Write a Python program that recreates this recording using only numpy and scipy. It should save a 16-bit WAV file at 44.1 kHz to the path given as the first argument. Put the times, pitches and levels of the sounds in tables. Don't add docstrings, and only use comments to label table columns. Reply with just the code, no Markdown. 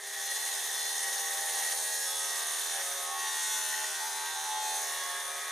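import sys
import numpy as np
from scipy import signal
from scipy.fft import rfft, irfft, next_fast_len
from scipy.io import wavfile
from scipy.ndimage import map_coordinates

SR = 44100
rng = np.random.default_rng(int(sys.argv[2]) if len(sys.argv) > 2 else 0)


def master(y):
    cut = np.clip(np.atleast_2d(y).T, -1, 1)
    pcm = np.round(cut * 32767)
    wavfile.write(sys.argv[1], SR, pcm.astype(np.int16))


def attenuation_scalar(level_db):
    decades = np.asarray(level_db, float) / 20
    return 10 ** decades


N = 242991
HOP = 64


def clock():
    return np.arange(N // HOP + 2) * HOP / SR


def fine(control):
    return np.interp(np.arange(N) / HOP, np.arange(len(control)), control)


def curves(table):
    s, *columns = np.transpose(table)
    return [np.interp(clock(), s, column) for column in columns]


def walk(rate):
    levels = rng.standard_normal(int(N / SR * rate) + 3)
    return map_coordinates(levels, [clock() * rate], order=3)


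def bump(start, end):
    off_centre = (2 * clock() - start - end) / (end - start)
    return np.exp(-np.log(2) * np.abs(off_centre) ** 3)


def unit(x):
    return x / np.sqrt(np.mean(np.abs(x) ** 2))


def on_log(hz, table):
    points_hz, db = np.transpose(table)
    return np.interp(np.log(hz + 1), np.log(points_hz), db)


def resonance(hz, centre, width):
    return 1 / (1 + (2 * (hz - centre) / width) ** 2)


def touch_db():
    return -1.5 * np.exp(-clock() / 0.086)


def cut_depth():
    return np.interp(clock(), (1.9, 2.9), (0, 1))


def rim(turns):
    first_order, steps = 30, 4096
    memory, coarse_order = 55., 42.
    order = np.arange(401) / 2
    bumps = rng.standard_normal((int(turns[-1]) + 2, 401, 2)) @ np.array([1, 1j])
    keep = np.exp(-(1 + (order / coarse_order) ** 2) / memory)
    for k in range(1, len(bumps)):
        bumps[k] = keep * bumps[k - 1] + np.sqrt(1 - keep ** 2) * bumps[k]
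    whole = order % 1 == 0
    place = [turns, turns / 2 % 1 * steps]
    parts = []
    for chosen in (whole & (order > first_order), ~whole):
        shape = irfft(bumps * chosen, steps)
        parts.append(unit(map_coordinates(shape, place, order=1, mode="grid-wrap")))
    return parts


def contact(turns):
    # time in seconds, level in dB over the repeating rim.
    grit_levels = [(0, 4.5), (1.74, 3.5), (1.86, -6), (2.65, -5), (2.8, 1), (3.0, 0), (3.15, -5.5),
                   (4.2, -4.5), (4.45, -3), (4.6, -9), (4.85, -7), (5.1, 0), (5.51, 4)]
    # start in seconds, end in seconds, level in dB over the rim.
    chatter_spells = [
        (2.3, 2.95, -3),
        (4.8, 5.6, -9),
    ]
    grit = fine(attenuation_scalar(curves(grit_levels)[0]))
    bounce = attenuation_scalar(-17)
    for start, end, db in chatter_spells:
        bounce = bounce + attenuation_scalar(db) * bump(start, end)
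    bounce = fine(bounce)
    repeat, chatter = rim(turns)
    high_spot = unit(np.exp(.09 * np.cos(2 * np.pi * turns)))
    force = repeat + bounce * chatter + grit * rng.standard_normal(N)
    return high_spot * force / np.sqrt(1 + bounce ** 2 + grit ** 2)


def resonate(force):
    # frequency in Hz, level in dB per Hz.
    base_colour = [(30, -41), (70, -54), (120, -29.5), (300, -24), (350, -28.5), (390, -7.5), (700, -6.5),
                   (1350, -3.5), (2500, -7), (5000, -3.5), (7500, -2.5), (11000, -6), (15000, -15)]
    # frequency in Hz, width in Hz, level in dB above the base colour.
    modes = [(790, 230, 9), (1763, 506, 12), (1887, 18.5, 21), (3560, 486, 10), (4190, 98, 4.5),
             (5840, 1450, 6.5), (6200, 170, 10), (6535, 190, 10), (6920, 124, 7.5), (7220, 63, 4.5),
             (8700, 140, 3.5), (8510, 330, 7), (9160, 144, 11), (9730, 540, 11), (10830, 160, 7),
             (11500, 110, 5.5), (11930, 84, 10), (12870, 130, 9.5), (14000, 170, 10), (14900, 100, 2.5),
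             (1820, 68, 12.5)]
    # frequency in Hz, width in Hz, gain in dB.
    gaps = [(1386, 82, -5.5), (2433, 170, -5.5), (2830, 31, -2.5), (4810, 230, -6.5), (7230, 140, -3.5),
            (12000, 110, 2), (13200, 250, 1), (2510, 21, -1.5), (7530, 220, -1), (5420, 120, -3.5),
            (4160, 210, -0.5), (14600, 200, 1), (2990, 130, 0)]
    hz = np.fft.rfftfreq(N, 1 / SR)
    rings = sum((attenuation_scalar(db) ** 2 - 1).clip(0) * resonance(hz, f, w) for f, w, db in modes)
    spectrum = rfft(force) * attenuation_scalar(on_log(hz, base_colour)) * np.sqrt(1 + rings)
    for f, w, db in gaps:
        spectrum *= 1 + (attenuation_scalar(db) - 1) * resonance(hz, f, w)
    screech = spectrum[(hz > 5000) & (hz < 8000)]
    return spectrum * N / np.sqrt(2 * np.sum(np.abs(screech) ** 2))


def grind(turns):
    # time in seconds, feed pressure as screech level in dB,
    # bite angle as treble tilt in dB, loose grip as low rattle in dB.
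    feed = [(0.1, -42, 0.5, -3.5), (0.34, -38, -0.5, -2.5), (1.42, -37.5, 1, 0), (1.73, -35, 1, -1.5),
            (1.74, -39, 3.5, 4), (2.2, -39.5, 1, -0.5), (2.85, -39.5, 1, -0.5), (3.05, -43, 3, 2),
            (3.09, -45.5, 1, 4), (3.17, -46.5, 4.5, 2.5), (3.19, -41.5, 0, 2.5), (3.53, -37.5, 1, -1),
            (4.06, -42, 0, 0), (4.54, -42, -1, 0.5), (4.56, -45, -0.5, 6), (4.69, -40.5, 0.5, 6),
            (5.18, -44.5, 2.5, 2), (5.51, -45.5, 0.5, 3.5)]
    # frequency in Hz, share from 0 to 1.
    follow = [(600, 0.5), (1900, 0.8), (3500, 0.28), (6400, 0.78), (12000, 0.88)]
    # frequency in Hz, level in dB.
    hollow_ranges = [(1330, -6), (2600, -1.5)]
    spectrum = resonate(contact(turns))
    screech_db, bite_db, grip_db = curves(feed)
    shallow = 1 - cut_depth()
    judder = (.2 + .25 * shallow) * walk(44.)
    late_db = -6 * np.exp(-clock() / 0.085)
    place = 3 * np.log2((np.fft.rfftfreq(N, 1 / SR) / 300).clip(1))
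    out = 0
    for band in range(19):
        centre = np.log2(300) + band / 3
        tilt_db = (on_log(2 ** centre, follow) - 1) * (screech_db - screech_db.mean()) + touch_db()
        tilt_db += bite_db * np.interp(centre, np.log2([6400, 9500]), (0, 1))
        tilt_db += grip_db * np.interp(centre, np.log2((880, 1690)), (1, 0))
        tilt_db += late_db * np.interp(centre, np.log2((1900, 2390)), (0, 1))
        hollow_db = -1 * (band < 4)
        for f, db in hollow_ranges:
            hollow_db = hollow_db + db * np.exp(-((centre - np.log2(f)) / .3) ** 2)
        tilt_db += shallow * hollow_db
        part = irfft(spectrum * (1 - np.abs(place - band)).clip(0), N)
        out = out + part * fine(attenuation_scalar(screech_db + tilt_db + judder + 1.2 * walk(55.)))
    return out


def blade(turns):
    # multiple of the shaft rate, level in dB.
    shallow_orders = [(2, -86), (3, -102), (4, -95), (5, -67), (6, -67.5), (7, -59.5), (8, -60), (9, -61.5),
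                      (10, -44), (11, -49), (12, -63), (13, -67.5), (14, -49.5), (15, -66.5), (16, -62.5),
                      (17, -96), (18, -82), (19, -63.5), (20, -83), (21, -67), (22, -58), (23, -56),
                      (24, -45.5), (25, -75), (26, -61.5), (27, -68.5), (28, -71), (29, -88), (30, -67)]
    # multiple of the shaft rate, level in dB.
    deep_orders = [(2, -87.5), (3, -92), (4, -88), (5, -65.5), (6, -72), (7, -71.5), (8, -64.5), (9, -62.5),
                   (10, -60), (11, -53), (12, -60.5), (13, -66.5), (14, -47.5), (15, -64.5), (16, -65.5),
                   (17, -72), (18, -66), (19, -63.5), (20, -63), (21, -65), (22, -58.5), (23, -57),
                   (24, -55), (25, -78), (26, -58), (27, -63), (28, -62.5), (29, -67.5), (30, -63)]
    sing_orders = (10, 11, 14, 24)
    # start in seconds, end in seconds, multiple of the shaft rate, level in dB.
    songs = [(.08, .4, 10, -53), (0.34, 0.956, 10, -51), (0.907, 1.896, 10, -46.5), (2.348, 2.51, 10, -55),
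             (2.697, 2.832, 10, -47), (3.058, 3.32, 10, -46), (3.695, 4.307, 10, -51),
             (4.333, 4.91, 10, -46), (1.35, 1.603, 11, -50), (2.045, 2.5, 11, -52.5), (3.1, 3.5, 11, -46.5),
             (3.66, 3.877, 11, -44.5), (4.0, 4.128, 11, -47), (4.133, 4.287, 11, -43),
             (4.407, 4.81, 11, -38.5), (4.85, 5.3, 11, -52.5), (2.194, 2.702, 14, -52.5),
             (2.98, 3.353, 14, -44.5), (4.0, 4.797, 14, -51.5), (4.8, 5.394, 14, -45),
             (5.4, 5.6, 14, -47.5), (0.1, .25, 24, -49), (0.227, 0.495, 24, -46), (0.75, 0.947, 24, -48),
             (0.95, 1.31, 24, -43), (1.61, 1.71, 24, -42), (1.8, 2.112, 24, -45.5), (2.2, 2.528, 24, -45.5),
             (2.75, 2.854, 24, -51), (3.16, 3.3, 24, -44), (3.284, 3.498, 24, -42.5), (3.54, 3.62, 24, -45),
             (3.68, 3.87, 24, -57), (3.945, 4.06, 24, -45), (4.146, 4.33, 24, -45), (4.43, 4.802, 24, -50),
             (4.82, 5.094, 24, -48), (5.367, 5.6, 24, -49)]
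    # start and end in
    # seconds, multiple of the shaft rate, level in dB.
    passing_swells = [(1.76, 2.12, 21, -48), (2.06, 2.33, 16, -51), (2.7, 3.19, 9, -50), (2.72, 3.11, 7, -53),
                      (2.83, 3.18, 16, -47.5), (2.98, 4.4, 23, -51), (3.06, 3.5, 23, -47), (3.5, 3.89, 23, -47),
                      (3.43, 4.15, 19, -49.5), (3.99, 4.58, 12, -49.5), (3.7, 4.71, 20, -49.5),
                      (4.68, 5.47, 9, -50.5), (4.72, 5.36, 23, -48.5), (5.1, 5.9, 16, -52), (4.7, 5.65, 21, -49),
                      (0.52, 2.5, 6, -59), (1.3, 1.56, 8, -54), (4, 3.6, 25, -57), (3, 4, 13, -54),
                      (3.1, 4.75, 18, -55.5), (2.04, 2.6, 20, -53.5), (2.9, 3.1, 27, -59), (5.2, 5.6, 27, -57),
                      (5.35, 5.9, 25, -49), (2.25, 2.6, 15, -54), (3.33, 3.74, 11, -46.5), (3.4, 3.6, 27, -50),
                      (2.8, 2.7, 25, -60), (2.72, 2.8, 21, -52),
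                      (.15, .96, 44, -53), (.91, 1.26, 78, -48), (1.06, 1.97, 83, -49), (1.16, 1.41, 116, -51),
              (1.41, 2.07, 88, -52), (1.56, 1.76, 73, -51), (1.76, 2.42, 106, -52), (1.92, 2.37, 70, -50),
              (2.02, 2.22, 43, -48), (2.02, 2.83, 107, -52), (2.07, 2.27, 108, -49), (2.22, 2.62, 83, -51),
              (2.62, 2.83, 82, -48), (3.18, 3.38, 78, -50), (3.18, 3.54, 47, -51), (3.18, 3.54, 83, -49),
              (3.28, 3.59, 73, -47), (3.33, 3.64, 43, -49), (3.33, 3.64, 93, -52), (3.99, 4.4, 123, -51),
              (4.55, 4.76, 74, -51), (4.61, 4.86, 79, -46), (.7, .96, 44, -47), (.7, .95, 53, -51),
              (.2, .55, 44, -50), (.65, .9, 150, -54), (1.1, 1.5, 45, -51), (1.81, 2.1, 132, -53),
              (1.97, 2.22, 137, -54), (1.36, 1.66, 65, -53),
                      (.2, .55, 53, -54), (.1, 1.3, 150, -56), (.15, 1.3, 163, -62), (.3, 1.5, 178, -64),
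                   (2.1, 3.0, 8, -58), (2.3, 2.75, 9, -55), (.95, 1.4, 44, -54), (1.3, 2.8, 158, -63),
                   (3.1, 4.0, 151, -60), (3.1, 3.45, 34, -54), (3.65, 3.95, 34, -53), (3.25, 3.8, 36, -54),
                   (5.15, 5.6, 30, -54), (4.6, 4.8, 32, -55), (4.85, 5.05, 34, -55), (4.85, 5.05, 36, -55),
                   (4.3, 4.75, 13, -54), (5.3, 5.6, 16, -50), (3.2, 3.45, 15, -54), (3.65, 4.0, 20, -53),
                   (4.7, 5.5, 7, -58), (1.6, 2.2, 3, -82), (.8, .98, 2, -80), (4.98, 5.2, 43, -51),
                   (4.5, 4.78, 45, -51), (1.9, 2.45, 7, -56), (2.05, 2.5, 12, -56)]
    # time in seconds, level in dB.
    jolts = [
        (3.732, -39),
        (3.745, -37),
        (3.781, -41),
        (3.795, -39),
        (3.808, -46),
        (3.845, -37.5),
        (.32, -35.5),
        (1.27, -35),
    ]
    depth = cut_depth()
    gains = {}
    for (k, shallow_db), (_, deep_db) in zip(shallow_orders, deep_orders):
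        gains[round(k)] = attenuation_scalar(shallow_db + depth * (deep_db - shallow_db) + 2.5 * walk(2.96))
    for k in range(4, 20):
        gains[k] = gains[k] * attenuation_scalar(-7 * np.exp(-clock() / .4))
    del gains[5]
    for k in sing_orders:
        gains[k] = gains[k] * attenuation_scalar(-8)
    half_s = .005
    knocks = [(s - half_s, s + half_s, 24, db) for s, db in jolts]
    for start, end, k, db in songs + passing_swells + knocks:
        ring = attenuation_scalar(db - .8) * bump(start, end)
        gains[round(k)] = np.maximum(gains.get(round(k), 0), ring)
    out, rise = 0, attenuation_scalar(touch_db())
    for k, gain in gains.items():
        wander = fine((0.23 + 0.0081 * k) * walk(14.))
        phase = 2 * np.pi * (k * turns + rng.random()) + wander
        flutter = attenuation_scalar(2.22 * walk(23.986))
        out = out + np.sqrt(2) * fine(gain * rise * flutter) * np.sin(phase)
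    return out


def motor():
    t = np.arange(N) / SR
    throb = 1 + .25 * np.cos(2 * np.pi * 24.7 * t)
    level = fine(attenuation_scalar(-61 + 0.95 * walk(5.2)))
    return np.sqrt(2) * level * throb * np.sin(2 * np.pi * 400 * t)


def walls(x):
    # frequency in Hz, side minus mid in dB.
    wall_colour = [(60, -12), (110, -21), (200, -10), (380, -19), (700, -12.5), (1290, -11.5), (2380, -9),
                   (4400, -7.5), (8120, -16.5), (15000, -4)]
    t60_s, delay_s = .45, .025
    t = np.arange(SR // 2) / SR
    tail = rng.standard_normal(len(t)) * np.exp(-np.log(1000) * t / t60_s) * (t > delay_s)
    tail = tail / np.linalg.norm(tail)
    size = next_fast_len(N + len(t))
    colour = attenuation_scalar(on_log(np.fft.rfftfreq(size, 1 / SR), wall_colour) + .5)
    echoes = irfft(rfft(x, size) * rfft(tail, size) * colour, size)[:N]
    low_band = signal.butter(3, [90, 330], "band", fs=SR, output="sos")
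    rumble = signal.sosfilt(low_band, rng.standard_normal(N))
    return echoes + attenuation_scalar(-94) * unit(rumble)


def scene():
    # time in seconds, turns per second in Hz.
    shaft = [(0.0, 79.52), (0.8, 79.4), (1.4, 79.25), (1.95, 79.09), (2.25, 79.16), (2.75, 79.08),
             (3.2, 78.74), (3.7, 78.65), (4.05, 78.69), (4.4, 78.56), (4.6, 78.34), (5.0, 78.56),
             (5.51, 78.87)]
    turns = np.cumsum(fine(curves(shaft)[0])) / SR
    saw = grind(turns) + blade(turns) + motor()
    left_db = -.6
    pan = attenuation_scalar(np.array([[left_db], [-left_db]]) / 2)
    return saw * pan + walls(saw) * np.array([[1], [-1]])


def band_limit(x):
    return signal.sosfilt(signal.butter(12, 15390, fs=SR, output="sos"), x)


def record(dry):
    top_cut = signal.ellip(10, .2, 70, 15300, fs=SR, output="sos")
    mix = signal.sosfilt(top_cut, dry)
    return band_limit(mix)


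dry = scene()
out = record(dry)
master(out)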